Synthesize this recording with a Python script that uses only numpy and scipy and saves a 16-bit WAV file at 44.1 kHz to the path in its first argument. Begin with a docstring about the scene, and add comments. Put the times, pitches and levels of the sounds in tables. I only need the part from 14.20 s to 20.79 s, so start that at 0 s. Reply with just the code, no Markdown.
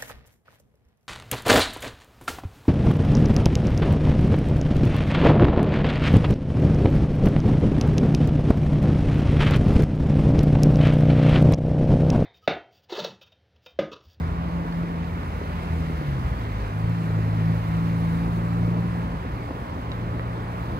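"""Cars at a level crossing

Cars roll slowly over a railway crossing at night while queuing traffic rumbles.
A saloon drones past and lets its revs fall; a hatchback follows, pulling gently in low gear.
Tyres roar and hiss on the damp road, crack bits of grit and knock on the rails.
A thin, high whine comes and goes, and near the end a third car's brake squeals."""
import sys
import numpy as np
from scipy import signal
from scipy.fft import rfft, irfft, next_fast_len
from scipy.io import wavfile
from scipy.ndimage import uniform_filter1d, map_coordinates

SR = 44100
rng = np.random.default_rng(int(sys.argv[2]) if len(sys.argv) > 2 else 0)


def waveform_to_disk(signal):
    """Save audio, clipped to [-1, 1], as 16-bit WAV at the path in sys.argv[1]."""
    frames = np.transpose(np.atleast_2d(signal))
    scaled = np.clip(frames, -1, 1) * 32767
    samples = np.round(scaled).astype(np.int16)
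    wavfile.write(sys.argv[1], SR, samples)


N = 290619

# The tone of each road noise, from deepest to brightest: frequency_hz, relative_db
RUMBLE_TONE = [(20, -54), (27, -39), (36, -33), (46, -10), (54, -13), (66, 0), (85, -7), (105, -11),
               (150, -9.5), (200, -12.5), (280, -32), (500, -68)]
BOOM_TONE = [(100, -4.5), (190, -5), (260, 0.5), (340, -5), (490, -8.5), (700, -14.5), (1200, -46),
             (3000, -72)]
ROAR_TONE = [(250, -20.5), (500, -4.5), (750, -1.5), (1050, 0), (1450, -7.5), (2100, -22), (3500, -45),
             (7000, -75)]
SIZZLE_TONE = [(600, -36), (1200, 2), (1600, 1.5), (2100, -0.5), (2800, -6.5), (3900, -12.5), (5000, -18),
               (6500, -25.5), (12000, -45)]
HISS_TONE = [(1000, -30), (2200, -16), (3800, 7.5), (6000, 0), (8500, -0.5), (11000, 0), (13000, -0.5),
             (15500, -2)]
# Car bodies rocking over the uneven track bed: peak_s, half_length_s, rumble_db, boom_db
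BODY_JOLTS = [(.25, .2, -35.5, -58), (1.248, 0.42, -35, -49), (2.054, 0.13, -30, -60),
              (4.547, 0.18, -38, -38), (4.88, 0.18, -33.5, -56), (5.924, .1, -38, -38),
              (6.558, 0.077, -33.5, -39)]
# Tyres going by: nearest_s, half_length_s, roar_db
TYRE_PASSES = [(.25, 0.26, -43.5), (4.1, 1, -42), (6.35, .35, -42)]
# Tyres running through wet patches: nearest_s, half_length_s, sizzle_db, hiss_db
WET_PATCHES = [(-.05, .12, -49, -66), (1.65, 0.48, -46, -60.5), (2.45, 0.41, -48.5, -73),
               (3.7, 0.64, -47, -58), (6.75, .3, -54, -60.5)]
# The saloon's engine and its two strong tones: time_s, firing_hz, first_tone_db, second_tone_db
SALOON_ENGINE = [(0.0, 79.6, -31, -27), (0.08, 83.6, -29, -35), (0.37, 84.93, -47, -27.5),
                 (0.83, 83.88, -33.5, -31.5), (1.23, 87.63, -34.5, -49), (1.34, 86.54, -30.5, -32.5),
                 (1.48, 82.25, -38, -37), (1.5, 82.3, -22.5, -29.5), (1.69, 81.43, -31.5, -31.5),
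                 (1.92, 70.3, -34, -27.5), (2.09, 59.8, -43, -33), (2.4, 50.94, -27, -30)]
# Each car's weaker exhaust tones: multiple_of_firing_rate, relative_db (to the two strong tones)
SALOON_WEAK_TONES = [(1.5, -12.5), (2.5, -16), (3, -12), (4, -15.5)]
HATCHBACK_WEAK_TONES = [(1, -17.5), (1.5, -17.5), (2.5, -24), (4, -17), (5, -11), (6, -22), (9, -11)]
# The hatchback's engine speed: time_s, firing_hz
HATCHBACK_SPEED = [(2.45, 49.6), (2.66, 55.02), (2.75, 56.52), (2.93, 53.84), (4.7, 57.48), (5.15, 56.35),
                   (5.22, 57.16), (5.4, 55.92), (6.59, 58.62)]
# The strength of its second exhaust tone: time_s, level_db
HATCHBACK_EFFORT = [(2.5, -35), (2.72, -23), (2.83, -32), (2.97, -24), (3.95, -30.5), (4.47, -25.5),
                    (4.85, -36.5), (5.55, -41.5), (5.85, -31), (6.59, -35.5)]
# Its third tone surges as it draws level: peak_s, half_length_s, level_db
HATCHBACK_SURGES = [(2.85, 0.24, -29), (3.283, 0.078, -22.5), (3.625, 0.1, -22.5), (3.884, .17, -24),
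                    (4.46, 0.34, -27.5)]
# Spells of thin, high whine: start_s, end_s, level_db
WHINE_SPELLS = [(0, .2, -72), (1.2, 2.35, -72), (3.4, 3.75, -72)]
# Grit snapping under tyres: start_s, level_db, brightness_hz, steel_ring_db, ring_pitch_factor
GRIT_SNAPS = [(0.524, -47, 4130, 4, 1.14), (1.033, -28, 1500, -35, 1), (2.252, -34, 2026, -30, 1),
              (2.697, -45, 9940, -30, 1), (3.979, -47, 10000, -30, 1), (5.3076, -26, 646, -30, 1),
              (5.7179, -28, 2500, -5, 1), (5.9957, -23.5, 1603, -35, 1)]
# The notes of a struck rail and of a struck wheel: pitch_hz, relative_db, ring_time_s
RAIL_NOTES = [(2234, 4, 0.054), (3850, 11, 0.039), (4800, -22, .07), (5000, -27, .06)]
WHEEL_NOTES = [(272, -4.5, 0.057), (344, 11.5, 0.047), (440, 9.5, 0.03), (534, -11, 0.028),
               (819.5, -3, .015)]
# Wheels dropping into the rail gaps: start_s, level_db, pitch_factor
WHEEL_DROPS = [(0.634, -23, 1), (1.215, -21.5, 1.18), (1.237, -27, 0.83), (1.699, -22.5, 0.89),
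               (1.813, -22, 0.97), (2.904, -24, 0.969), (2.99, -21, 0.81), (3.13, -23, 1.9),
               (5.3088, -25, 0.77), (5.367, -26, 1.15), (5.996, -29, 1.5)]
# The third car's brake touches, then bites: start_s, end_s, level_db
BRAKE_SPELLS = [(5.35, 6.3, -78), (6.33, 6.7, -68)]
# How alike the road noise is on the two sides: frequency_hz, likeness (1 means the same)
SIDE_LIKENESS = [(150, 1), (280, 0.98), (450, 0.81), (900, 0.45), (1400, 0.86), (2100, 0.72), (3200, 0.44),
                 (6000, 0.19), (12000, -0.05)]
# How much louder the left side is than the right: frequency_hz, difference_db
LEFT_BALANCE = [(150, 0.2), (750, 0), (1200, -2.5), (3000, -1), (5000, -4), (8500, -7.5), (14000, -6.5)]
# How far the left side lags behind the right: frequency_hz, delay_s
LEFT_DELAY = [(150, .00041), (300, .00032), (500, .00028), (750, .00045), (1050, .0005), (1500, .000453)]

# the steady noise of the queue and the town
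QUEUE_RUMBLE_DB, QUEUE_BOOM_DB, QUEUE_ROAR_DB = -36, -37, -40.5
QUEUE_SIZZLE_DB, QUEUE_HISS_DB = -46.5, -65
SIZZLE_LEAD_S = .12  # the sizzle is thrown ahead of a car
SPEED_WANDER_HZ = 0.252  # an engine never holds its speed exactly
WAVER_DB = 1.07  # each strong exhaust tone wavers on its own
LOW_CUT_HZ, TOP_HZ = 28.4, 15720


def amp(db):
    """Turn decibels into a number to multiply by."""
    return 10 ** (np.asarray(db) / 20)


def unit(x):
    """Scale x to an average power of 1."""
    return x / np.sqrt(np.mean(x ** 2) + 1e-20)


def along(points, hz):
    """Read between a table's rows, on a scale of octaves."""
    frequencies, values = np.transpose(points)
    return np.interp(np.log(hz + 1), np.log(frequencies + 1), values)


def curves(rows):
    """Join a table's rows over time, giving one curve for each column after the first."""
    times, *columns = np.transpose(rows)
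    return [np.interp(np.arange(N) / SR, times, column) for column in columns]


def wobble(rate):
    """A smooth curve through `rate` random points a second."""
    points = rng.standard_normal(N // 8)
    return map_coordinates(points, [np.arange(N) * rate / SR], mode="wrap")


def filtered(x, response):
    """Reshape x with a gain that depends on frequency."""
    size = next_fast_len(N + SR // 4)
    return irfft(rfft(x, size) * response(np.fft.rfftfreq(size, 1 / SR)), size)[..., :N]


def nearness(s, half_s):
    """How near something is as it goes straight past: 1 at time s."""
    return 1 / np.hypot(1, (np.arange(N) / SR - s) / half_s)


def swell(s, half_s):
    """A smooth rise and fall that peaks at 1 at time s."""
    return np.exp(-.5 * ((np.arange(N) / SR - s) / half_s) ** 2)


def held(start, end, fade_s):
    """1 from start to end, fading outside."""
    t = np.arange(N) / SR
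    return np.clip(np.minimum(t - start, end - t) / fade_s + 1, 0, 1)


def together(steady_db, gains):
    """Add the power of passing sounds to a steady level."""
    return np.sqrt(amp(steady_db) ** 2 + sum(gain ** 2 for gain in gains))


def rush(tone, patchy_db):
    """Stereo street noise with random louder and softer patches."""
    slices = signal.stft(rng.standard_normal((2, N)), nperseg=512)[2]
    patches = uniform_filter1d(rng.standard_normal(slices.shape[1:]), size=7, axis=0)
    patches = uniform_filter1d(patches, size=16, axis=1)
    pair = signal.istft(slices * amp(patchy_db * unit(patches)), nperseg=512)[1][:, :N]
    width = lambda hz: np.arccos(np.clip(along(SIDE_LIKENESS, hz), -1, 1)) / 2
    mid, side = filtered(pair, lambda hz: amp(along(tone, hz)) * [np.cos(width(hz)), np.sin(width(hz))])
    return unit(np.array([mid + side, mid - side]))


def idle(hz, wander_hz, throb_db):
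    """Cars waiting in the queue throb on a wandering low note."""
    phase = 2 * np.pi * np.cumsum(hz + wander_hz * wobble(12)) / SR
    return unit(amp(throb_db * wobble(6.1)) * np.sin(phase))


def traffic():
    """The queue rumbles, and car bodies boom as they rock over the tracks."""
    rumble_gain = together(QUEUE_RUMBLE_DB, [amp(db) * swell(s, half) for s, half, db, _ in BODY_JOLTS])
    boom_gain = together(QUEUE_BOOM_DB, [amp(db) * swell(s, half) for s, half, _, db in BODY_JOLTS])
    idling = amp(-5.5) * idle(hz=52.2, wander_hz=3.6, throb_db=-0.5)
    rumble = amp(0.82 * wobble(13)) * (rush(RUMBLE_TONE, patchy_db=0.36) + idling)
    boom = amp(1.3 * wobble(14)) * rush(BOOM_TONE, patchy_db=0.7)
    return rumble_gain * rumble + boom_gain * boom


def tyres():
    """Tyre tread roars on the road and sizzles through wet patches."""
    passes = [amp(db) * nearness(s, half) for s, half, db in TYRE_PASSES]
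    patches = [amp(db) * nearness(s - SIZZLE_LEAD_S, half) for s, half, db, _ in WET_PATCHES]
    roar = amp(0.17 * wobble(12)) * rush(ROAR_TONE, patchy_db=0.65)
    sizzle = amp(0.6 * wobble(160)) * rush(SIZZLE_TONE, patchy_db=1.0)
    return together(QUEUE_ROAR_DB, passes) * roar + together(QUEUE_SIZZLE_DB, patches) * sizzle


def droplets(per_second, spread_db):
    """Tiny separate snaps of water and sand."""
    sizes = amp(spread_db * rng.standard_normal((2, N)).clip(-2, 2)) * rng.choice([-1, 1], (2, N))
    snaps = sizes * (rng.random(N) < per_second / SR)
    return unit(filtered(snaps, lambda hz: amp(along(HISS_TONE, hz))))


def spray():
    """Fine spray hisses off the damp road in tiny bursts."""
    gain = together(QUEUE_HISS_DB, [amp(db) * nearness(s, half) for s, half, _, db in WET_PATCHES])
    bursts = amp(0.46 * wobble(700) + .75 * wobble(25))
    hiss = bursts * rush(HISS_TONE, patchy_db=1.6)
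    return gain * unit(hiss + amp(-11.5) * droplets(per_second=55, spread_db=4))


def exhaust(firing_hz, low_db, high_db, weak_tones, open_db, multiple, flutter_db, jitter):
    """Tones follow the engine's firing rate; the pipe booms on one multiple of it and the next."""
    phase = 2 * np.pi * np.cumsum(firing_hz + SPEED_WANDER_HZ * wobble(7)) / SR
    phase += jitter * wobble(30)  # uneven firing shakes the timing of all the tones
    tone = lambda k, drift=0: np.sqrt(2) * np.sin(k * phase + drift + rng.uniform(0, 2 * np.pi))
    drone = amp(low_db + WAVER_DB * wobble(8)) * tone(multiple)
    drone += amp(high_db + WAVER_DB * wobble(8)) * tone(multiple + 1)
    for k, db in weak_tones:
        silencer_db = -14 * np.log2(np.maximum(k * firing_hz / 200, 1))  # softens tones above 200 Hz
        level_db = (low_db + high_db) / 2 + db + open_db + silencer_db + 1.6 * wobble(9)
        drone += amp(level_db) * tone(k, drift=.5 * wobble(14))
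    return drone * amp(flutter_db * wobble(35))  # it shakes their strength too


def saloon():
    """The first car's exhaust drones, drops in pitch and softens as it drives off."""
    drone = exhaust(*curves(SALOON_ENGINE), SALOON_WEAK_TONES,
                    open_db=0, multiple=1, flutter_db=.9, jitter=.06)
    return drone * amp(-3.5 * swell(2.43, half_s=.14))


def squeal(spells, rest_db, hz, spread_hz, left_db):
    """A thin, unsteady high tone that comes in spells: the whine or the brake."""
    phase = 2 * np.pi * np.cumsum(hz + spread_hz * wobble(300)) / SR
    gain = together(rest_db, [amp(db) * held(start, end, fade_s=.035) for start, end, db in spells])
    sides = amp([[left_db / 2], [-left_db / 2]])
    return gain * amp(2.7 * wobble(18)) * np.sin(phase) * sides


def struck(notes, t, pitch):
    """A struck part rings on several dying notes, at new strengths for every blow."""
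    ring = sum(amp(db + rng.normal(0, 1.1) - 60 * t / ring_s) * np.sin(2 * np.pi * hz * pitch * t)
               for hz, db, ring_s in notes)
    return ring / np.abs(ring).max()


def grit():
    """Small stones crack under the tread, and some ping off the rail."""
    out, t = np.zeros(N + SR), np.arange(SR // 8) / SR
    for s, db, hz, ring_db, pitch in GRIT_SNAPS:
        fade = amp(-60 * t / 0.0037) + amp(-20 - 60 * t / 0.085)  # a sharp snap and a soft tail
        band = signal.butter(3, [hz / 2, min(hz * 1.4, TOP_HZ)], "bandpass", fs=SR, output="sos")
        crack = signal.sosfilt(band, fade * rng.standard_normal(len(t)))
        ping = amp(ring_db) * struck(RAIL_NOTES, t, pitch)
        out[round(s * SR):][:len(t)] += amp(db + 1) * (crack / np.abs(crack).max() + ping)
    lead_s = .0003  # takes back part of the left side's delay
    return filtered(out[:N], lambda hz: np.exp(1j * np.pi * hz * lead_s * np.array([[1], [-1]])))


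def knocks():
    """Each rail gap thumps a wheel and its suspension."""
    out, t = np.zeros(N + SR), np.arange(SR // 4) / SR
    for s, db, pitch in WHEEL_DROPS:
        out[round(s * SR):][:len(t)] += amp(db + 1) * struck(WHEEL_NOTES, t, pitch)
    return out[:N]


def hatchback():
    """The second car's exhaust hums in low gear and booms in surges."""
    (firing_hz,), (second_db,) = curves(HATCHBACK_SPEED), curves(HATCHBACK_EFFORT)
    surges = [amp(db) * swell(s, half) for s, half, db in HATCHBACK_SURGES]
    third_db = 20 * np.log10(together(second_db - 5.5, surges))
    open_db = 7 * swell(4, half_s=.17)  # the weak tones rise as the tailpipe swings into view
    return exhaust(firing_hz, second_db, third_db, HATCHBACK_WEAK_TONES,
                   open_db, multiple=2, flutter_db=.5, jitter=.02)


def scene():
    """Everything at the crossing, with the saloon fading into the hatchback."""
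    whine = squeal(WHINE_SPELLS, rest_db=-83, hz=14000, spread_hz=18, left_db=14)
    brake = squeal(BRAKE_SPELLS, rest_db=-np.inf, hz=12550, spread_hz=170, left_db=-2)
    road = traffic() + tyres() + spray()
    saloon_share = held(0, HATCHBACK_SPEED[0][0], fade_s=0.089)
    engines = saloon_share * saloon() + (1 - saloon_share) * hatchback()
    return road + engines + knocks() + grit() + whine + brake


def record(dry):
    """Make the left side duller and slightly late; cut the deepest bass and highest treble."""
    def sides(hz):
        balance_db, delay_s = along(LEFT_BALANCE, hz), along(LEFT_DELAY, hz)
        return np.array([amp(side * balance_db / 2) * np.exp(-1j * np.pi * hz * delay_s * side)
                         for side in (1, -1)])
    low_cut = signal.butter(6, LOW_CUT_HZ, "highpass", fs=SR, output="sos")
    return filtered(signal.sosfilt(low_cut, dry), lambda hz: sides(hz) * (hz < TOP_HZ))


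dry = scene()
out = record(dry)
waveform_to_disk(out)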